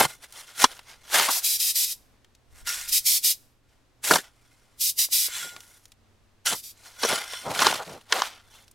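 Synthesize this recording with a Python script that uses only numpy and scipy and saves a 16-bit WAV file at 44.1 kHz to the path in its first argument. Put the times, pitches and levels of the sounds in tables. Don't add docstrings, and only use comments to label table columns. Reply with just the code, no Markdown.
import sys
import numpy as np
from scipy import signal
from scipy.fft import rfft, irfft
from scipy.io import wavfile

SR = 44100
rng = np.random.default_rng(int(sys.argv[2]) if len(sys.argv) > 2 else 0)


def wav_record(signal):
    frames = np.transpose(np.atleast_2d(signal))
    bounded = np.clip(frames, -1, 1)
    quanta = np.round(bounded * 32767).astype(np.int16)
    wavfile.write(sys.argv[1], SR, quanta)


N = 385786

# pitch_hz [Hz], width_hz [Hz, wider dies sooner], level_db [dB]
BLADE_MODES = [(442, 67, -8), (1020, 99, -1.5), (1424, 45, 5), (1570, 100, -8), (2015, 170, -13.5),
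               (2086, 67, -1.5), (2330, 45, -9.5), (3110, 47, -4), (3435, 56, -1), (4020, 54, -5.5),
               (5650, 220, -2.5), (7700, 64, -6), (9480, 180, -1)]
# [dB, spread of grain sizes]
SHOVE_TABLE = [(0.004, 0.054, -21.5, 9, 0.023, 0.008, 0, 0, 130, 8, 3),
               (0.601, 0.642, -29, -5, 0.018, 0.01, -1, -10, 220, 7.5, 2.5),
               (1.143, 1.258, -22, 5.5, 0.015, 0.063, -0.5, -8.5, 420, 1, 1.66),
               (2.676, 2.813, -31.5, 9, 0.0078, 0.088, 2, -17.5, 180, 5.5, 1.06),
               (4.043, 4.151, -33, -3.5, 0.005, 0.023, 5, -10.5, 171, 0, 1.5),
               (5.366, 5.438, -34.5, 3.5, 0.071, 0.059, -1, -19.5, 120, 10, 0),
               (6.46, 6.533, -26, 7.5, 0.0029, 0.017, 2, -14, 202.7, 11, 1.5),
               (7.039, 7.056, -29, -1.5, 0.025, 0.027, -2, -11, 400, 10.5, 2),
               (7.097, 7.148, -26.5, 2, 0.017, 0.056, -5, -6, 380, 10, 2),
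               (7.329, 7.432, -38.5, 4.5, 0.066, 0.13, -4.5, -13.5, 250, 11, 1.5),
               (7.606, 7.658, -25.5, 1.5, 0.045, 0.082, -5, -2, 150, 1.5, 3.5),
               (8.129, 8.265, -31.5, 5, 0.014, 0.023, -7, -1.5, 612, -7, 1.5)]


def undb(db):
    return 10 ** (np.asarray(db) / 20)


def unit(x):
    return x / np.sqrt(np.mean(x ** 2))


def clock():
    return np.arange(N) / SR


def walk(rate, size=N):
    steps = np.arange(size) * rate / SR
    count = int(steps[-1]) + 2
    return 1.2 * np.interp(steps, np.arange(count), rng.standard_normal(count))


def cut(x, hz, kind, order=2):
    sections = signal.butter(order, min(hz, .45 * SR), kind, fs=SR, output="sos")
    return signal.sosfilt(sections, x)


def resonate(x, hz, width_hz):
    hz_limited = min(hz, .45 * SR)
    top, bottom = signal.iirpeak(hz_limited, hz / min(width_hz, SR / 4), fs=SR)
    return signal.lfilter(top, bottom, x)


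def colour(x, points, size=2048):
    hz, db = np.transpose(points)
    bins = np.maximum(np.arange(size // 2 + 1), 1) * SR / size
    gain = undb(np.interp(np.log(bins), np.log(hz), db))
    cepstrum = irfft(np.log(gain))
    cepstrum[1:size // 2] *= 2
    cepstrum[size // 2 + 1:] = 0
    response = irfft(np.exp(rfft(cepstrum)))
    return signal.fftconvolve(x, response[None], axes=1)[:, :x.shape[1]]


def spread(x, width, treble_hz=2500, bass_hz=450, bass_share=2.1):
    scattered = np.clip(width, 0, 1) * rng.standard_normal(len(x)) * x
    side = cut(scattered, treble_hz, "high") + bass_share * cut(scattered, bass_hz, "low")
    return np.array([x + side, x - side])


def grains(rate, scatter_db, size=N):
    out = np.zeros(size)
    when, strength, sign = rng.random((3, size))
    hit = when < rate / SR
    steps = np.minimum(-np.log(1 - strength[hit]), 4)
    out[hit] = undb(scatter_db * steps) * np.sign(sign[hit] - .5)
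    return out


def add(out, s, sound):
    i = max(int(s * SR), 0)
    out[:, i:i + sound.shape[1]] += sound[:, :N - i]


def gesture(t, start, end, rise_s, fall_s, fade_db=0):
    along = np.clip((t - start) / max(end - start, 1 / SR), 0, 1)
    before = np.maximum(start - t, 0) / rise_s
    after = np.maximum(t - end, 0) / fall_s
    return np.exp(-before - after) * undb(-fade_db * along)


def swell(t, crest, half_s):
    return np.exp(1 - np.hypot(1, 1.37 * (t - crest) / half_s))


def still_air(level_db=-62.5, width=0.9):
    # pitch_hz [Hz], level_db [dB]
    air_colour = [(25, -5), (64, -7), (108, -11), (175, -19), (223, -15.5), (624, -21), (1520, -26),
                  (4740, -31.5), (11900, -37.5), (16000, -40)]
    noise = rng.standard_normal(N) + width * rng.standard_normal((2, N))
    air = unit(colour(noise, air_colour)) * undb(level_db + walk(6.1))
    return cut(air, 9900, "low", order=1)


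def drone(waver=0.012, upper_ratio=2.28, upper_db=-9):
    # [dB, both tones]
    drone_course = [(0, 122.5, -74), (4.6, 118.3, -73), (5.6, 98, -68.5), (8.702, 99.4, -69.5)]
    t = clock()
    s, hz, db = np.transpose(drone_course)
    pitch = np.interp(t, s, hz) * (1 + waver * walk(43))
    phase = 2 * np.pi * np.cumsum(pitch) / SR
    tones = np.sin(phase) + undb(upper_db) * np.sin(upper_ratio * phase)
    return unit(tones) * undb(np.interp(t, s, db) + 2 * walk(15))


def wind():
    # crest_s [s], half_s [s, half length], level_db [dB]
    buffets = [(2.54, 0.029, -49), (2.637, .02, -44), (2.826, 0.059, -51), (2.916, 0.013, -47),
               (3.003, 0.022, -55.5), (3.115, 0.034, -58)]
    t = clock()
    gusts = sum(undb(db) * swell(t, crest, half_s) for crest, half_s, db in buffets)
    return unit(cut(rng.standard_normal((2, N)), 45, "low")) * gusts


def blade(x, contact_db=1.5, load=0.008, upper_db=-4, upper_width_hz=70, travel_db=3, travel_rate=22,
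          drift=.008, drift_rate=16, count=20):
    size = x.shape[1]
    chance = rng.standard_normal((len(BLADE_MODES), 2))
    main = 0
    for (hz, width_hz, db), (contact, shift) in zip(BLADE_MODES, chance):
        push = x * (1 + (undb(travel_db) - 1) * walk(travel_rate, size))
        main = main + undb(db + contact_db * contact) * resonate(push, hz * (1 + load * shift), width_hz)
    upper = sum(resonate(x, hz, upper_width_hz) for hz in rng.uniform(2500, 14000, count))
    place = np.cumsum(1 + drift * walk(drift_rate, size))
    rings = main + undb(upper_db) * upper
    return np.array([np.interp(place, np.arange(size), ring) for ring in rings])


def stones(size, rate=60, width_hz=800, width=.14, count=14):
    pitches = np.geomspace(1200, 11000, count) * np.exp(.1 * rng.standard_normal(count))
    clicks = np.array([resonate(grains(rate, 4, size=size), hz, width_hz) for hz in pitches])
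    side = width * rng.standard_normal(count) @ clicks
    return unit(clicks.sum(axis=0) + np.array([side, -side]))


def crumble(size, edge_hz, width=.2, rate=1800):
    # pitch_hz [Hz], level_db [dB]
    clod_colour = [(50, -16.5), (120, -5), (250, -10), (450, -5.5), (800, -0.5), (1050, -2.5), (1400, -2.5),
                   (2200, -17.5)]
    crumbs = colour(spread(grains(rate, 2.8, size=size), width), clod_colour)
    return unit(cut(cut(crumbs, edge_hz, "high"), 1800, "low", order=3))


def grind(size, fine_db, clod_db, edge_hz, ring_db, scatter_db, stones_db=-9, width=0.24, stick=0.92):
    # pitch_hz [Hz], level_db [dB]
    grit_colour = [(590, -29.5), (1000, -9), (1180, -10), (1420, -5.5), (1870, -4.5), (2100, -7),
                   (5570, -10), (11700, -11.5), (16000, -18.5)]
    rub = spread(grains(6000, scatter_db, size=size), width)
    rub = unit(colour(rub + undb(ring_db) * blade(rub), grit_colour))
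    rub = rub + undb(stones_db + scatter_db) * stones(size)
    grit = unit(cut(cut(rub, 1400, "high", order=3), 4900, "low", order=4))
    fine = unit(cut(cut(rub, 6000, "high", order=4), 15000, "low", order=1))
    clods = crumble(size, edge_hz)
    jerks = undb(stick * scatter_db * walk(110, size))
    return jerks * (grit + undb(fine_db) * fine + undb(clod_db) * clods)


def shovel(size=40000):
    out = np.zeros((2, N))
    for start, end, db, fade_db, rise_s, fall_s, fine_db, clod_db, edge_hz, ring_db, scatter_db in SHOVE_TABLE:
        t = max(start - .3, 0) + np.arange(size) / SR
        force = undb(db) * gesture(t, start, end, rise_s, fall_s, fade_db)
        add(out, t[0], force * grind(size, fine_db, clod_db, edge_hz, ring_db, scatter_db))
    return out


def settling(db=-67, settle_s=0.22):
    t = clock()
    unrest = sum(gesture(t, start, end, .01, settle_s) for start, end, *_ in SHOVE_TABLE)
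    ticks = unit(resonate(spread(grains(320, 6), .35), 6000, 8000))
    return ticks * undb(db + 3 * walk(11)) * unrest


def knocks(thud_width_hz=430, ring_db=-3, body_db=-3.5, deep_s=.0058, ground_hz=270, ground_width_hz=110,
           ground_db=8, strike=3.2, top_hz=13000, size=6000):
    # [Hz, lower edge]
    knock_table = [(.008, -3.5, -16, 620, 0.0045, 70), (.049, -5.5, -11, 975, 0.0022, 60),
                   (.6407, 5.5, -4.5, 1202, 0.0039, 25), (1.131, -15.5, 1, 900, 0.0023, 150),
                   (1.145, -15, -8, 900, 0.0036, 200), (1.196, -7.5, 3, 1280, 0.003, 200),
                   (1.286, -15, -20, 1000, 0.0064, 400), (2.67, -29, 18, 1410, 0.0077, 200),
                   (4.1087, -2.5, -9, 1440, 0.0057, 170), (4.136, -8.5, 4.5, 1050, 0.0043, 120),
                   (4.157, -4.5, -3, 960, 0.0035, 201), (4.182, -25, -1.5, 1710, 0.01, 200),
                   (6.468, -13, 14, 1400, 0.0038, 200), (6.528, -17.5, 7, 850, 0.0043, 100),
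                   (7.032, -11, -0.5, 1050, 0.006, 200), (7.047, -13, -18, 463, 0.0062, 200),
                   (7.126, -20.5, -10, 420, 0.0053, 90), (7.176, -21.5, -10, 1450, 0.0042, 200),
                   (7.5905, -9.5, -2, 1640, 0.0037, 300), (7.617, -10.5, -3.5, 1040, 0.0093, 400),
                   (7.66, -11.5, 1, 1400, 0.0053, 300), (7.667, 2.5, 0.5, 1010, 0.0024, 245),
                   (7.684, -14, -9, 1450, 0.0043, 400), (7.726, -6, -8, 950, .0016, 100),
                   (8.1238, 0.5, 2, 1700, 0.0023, 350), (8.2196, 5.5, -3.5, 1050, 0.00092, 500)]
    out = np.zeros((2, N))
    t = np.arange(size) / SR
    for s, db, crack_db, thud_hz, crunch_s, edge_hz in knock_table:
        chatter = rng.choice([-1, 1], size) * np.exp(-t / crunch_s) * (1 - np.exp(-t / 0.0016))
        strength = undb(db) * chatter.std()
        chatter[0] = strike * np.abs(chatter).max()
        force = spread(chatter, .13)
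        depth = min(crunch_s / deep_s, 1)
        dull_force = cut(cut(force, 2200, "low"), 250, "high", order=1)
        thud = unit(resonate(dull_force, thud_hz, thud_width_hz))
        ground = undb(ground_db) * resonate(force, ground_hz, ground_width_hz)
        body = unit(cut(force, 990, "low") + ground) * depth ** 2
        ring = unit(blade(cut(force, 2300, "low", order=1)))
        crack = unit(cut(cut(force, 4100, "high"), 3400, "low"))
        blow = thud + undb(body_db) * body + undb(ring_db) * ring + undb(crack_db) * crack
        trimmed = cut(cut(blow, edge_hz, "high"), top_hz * np.sqrt(depth), "low")
        add(out, s, strength * unit(trimmed))
    return out


def tumbles(rise_s=.011, fall_s=0.013, size=15000):
    # [Hz, upper edge]
    clod_falls = [(0.05, 0.057, -35, 45, 130), (1.15, 1.22, -32, 324, 1510), (1.289, 1.295, -27, 497, 2500),
                  (1.366, 1.371, -38.5, 450, 1500), (4.112, 4.159, -25.5, 161, 743),
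                  (5.445, 5.47, -50.5, 130, 493), (5.52, 5.583, -56, 130, 700),
                  (6.523, 6.535, -31.5, 111.6, 1494), (7.106, 7.133, -29.5, 109, 1104),
                  (7.461, 7.523, -31, 70, 856), (7.802, 7.815, -31, 405, 1490),
                  (7.879, 7.971, -44, 130, 498), (8.134, 8.196, -33, 407, 810)]
    out = np.zeros((2, N))
    for start, end, db, low_hz, high_hz in clod_falls:
        t = max(start - .1, 0) + np.arange(size) / SR
        clods = unit(cut(crumble(size, low_hz, width=.1), high_hz, "low"))
        add(out, t[0], undb(db) * gesture(t, start, end, rise_s, fall_s) * clods)
    return out


def slides(clod_db=-6, edge_hz=280, ring_db=7, scatter_db=2.0, size=26000):
    # [dB, fine sand over grit]
    slide_table = [(0.103, 0.035, -47.5, 1.5), (0.24, 0.017, -50, -2.5), (0.39, 0.045, -47, 0),
                   (0.497, 0.027, -49, -4), (0.711, 0.055, -47, -4), (0.909, 0.038, -50, -6.5),
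                   (1.077, 0.042, -52, -3.5), (2.583, 0.035, -56, 1), (3.72, .05, -72, -5),
                   (4.247, 0.03, -52.5, -8), (4.557, 0.28, -69, -3), (5.647, 0.13, -62, 5),
                   (6.879, 0.065, -54, -0.5), (7.928, 0.036, -50.5, -6), (8.337, 0.05, -50, -12),
                   (8.565, 0.064, -56, -3)]
    out = np.zeros((2, N))
    for crest, half_s, db, fine_db in slide_table:
        t = max(crest - size / SR / 2, 0) + np.arange(size) / SR
        sand = grind(size, fine_db, clod_db, edge_hz, ring_db, scatter_db)
        add(out, t[0], undb(db) * swell(t, crest, half_s) * sand)
    return out


def pebbles(contact_s=0.0036, size=2000):
    # start_s [s], strength_db [dB, scaled by the burst], pitch_hz [Hz]
    landings = [(0.324, -37.5, 7100), (0.716, -43, 3450), (0.792, -36, 1620), (2.246, -50, 1950),
                (2.35, -50.5, 4130), (5.087, -47, 806), (5.284, -40, 650), (5.368, -34, 2010),
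                (5.564, -34, 2200), (5.605, -38.5, 4170), (5.855, -42.5, 4600), (5.919, -43.5, 3500),
                (7.335, -27, 1220), (7.549, -23.5, 2550), (8.68, -47.5, 4570), (8.713, -47, 6500)]
    out = np.zeros((2, N))
    t = np.arange(size) / SR
    for s, db, hz in landings:
        contact = rng.standard_normal(size) * np.exp(-t / contact_s)
        tick = resonate(spread(contact, 0.21), hz, 0.99 * hz)
        add(out, s, undb(db) * unit(tick) * contact.std())
    return out


def paws(rise_s=0.0078, fall_s=0.011, trickle_db=-27, trickle_s=0.064, bounce=0.37):
    # [Hz, lower edge of the hiss]
    stroke_table = [(1.31, 1.388, -23, 3, 1600), (1.446, 1.563, -21.5, 4, 700),
                    (1.603, 1.711, -23.5, 0, 700), (1.76, 1.848, -22, 1.5, 704),
                    (1.868, 1.924, -34.5, -5, 700), (2.892, 2.898, -27.5, 3, 900),
                    (2.929, 2.981, -20, -1, 1200), (3.065, 3.176, -18.5, 3.5, 1100),
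                    (3.246, 3.317, -18.5, 3, 1200), (4.813, 4.9, -22.5, 0.5, 2970),
                    (4.991, 5.05, -18.5, 6.5, 600), (5.13, 5.269, -19.5, 6.5, 805),
                    (6.554, 6.601, -36, 5.5, 900), (6.64, 6.712, -40.5, 5.5, 900)]
    # pitch_hz [Hz], level_db [dB]
    sand_colour = [(120, -60), (200, -26), (380, -31.5), (777, -27), (867, -29.5), (1530, -25), (2130, -13),
                   (3370, -7.5), (3830, -2.5), (4350, -5.5), (4860, 0), (6760, -4.5), (13100, -2.5),
                   (16000, -13)]
    t = clock()
    out = 0
    sand = unit(colour(spread(grains(26000, 2.26), 0.37, treble_hz=600), sand_colour))
    for start, end, db, fade_db, edge_hz in stroke_table:
        push = gesture(t, start, end, rise_s, fall_s, fade_db)
        trickle = undb(trickle_db) * gesture(t, start, end, rise_s, trickle_s, fade_db)
        delay = rng.integers(30, 110)
        hiss = sand + bounce * np.roll(sand, delay, axis=1)
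        out = out + cut(hiss, edge_hz, "high", order=1) * (push + trickle) * undb(db)
    return out


def free_ring(damping=0.096, size=24000):
    # [dB, peak at the start]
    ring_table = [(2.671, -35.5), (5.429, -36)]
    out = np.zeros((2, N))
    t = np.arange(size) / SR
    hz, width_hz, _ = max(BLADE_MODES, key=lambda mode: mode[2])
    ring = np.sin(2 * np.pi * hz * t) * np.exp(-np.pi * width_hz * damping * t)
    for s, db in ring_table:
        add(out, s, undb(db) * np.array([ring, ring]))
    return out


def scene():
    surroundings = still_air() + drone() + wind()
    digging = shovel() + settling() + knocks() + tumbles() + slides()
    return surroundings + digging + pebbles() + paws() + free_ring()


def record(dry, top_hz=16000):
    rounded = dry / (1 + dry ** 4) ** (1 / 4)
    return signal.sosfilt(signal.ellip(10, .2, 80, top_hz, fs=SR, output="sos"), rounded)


dry = scene()
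out = record(dry)
wav_record(out)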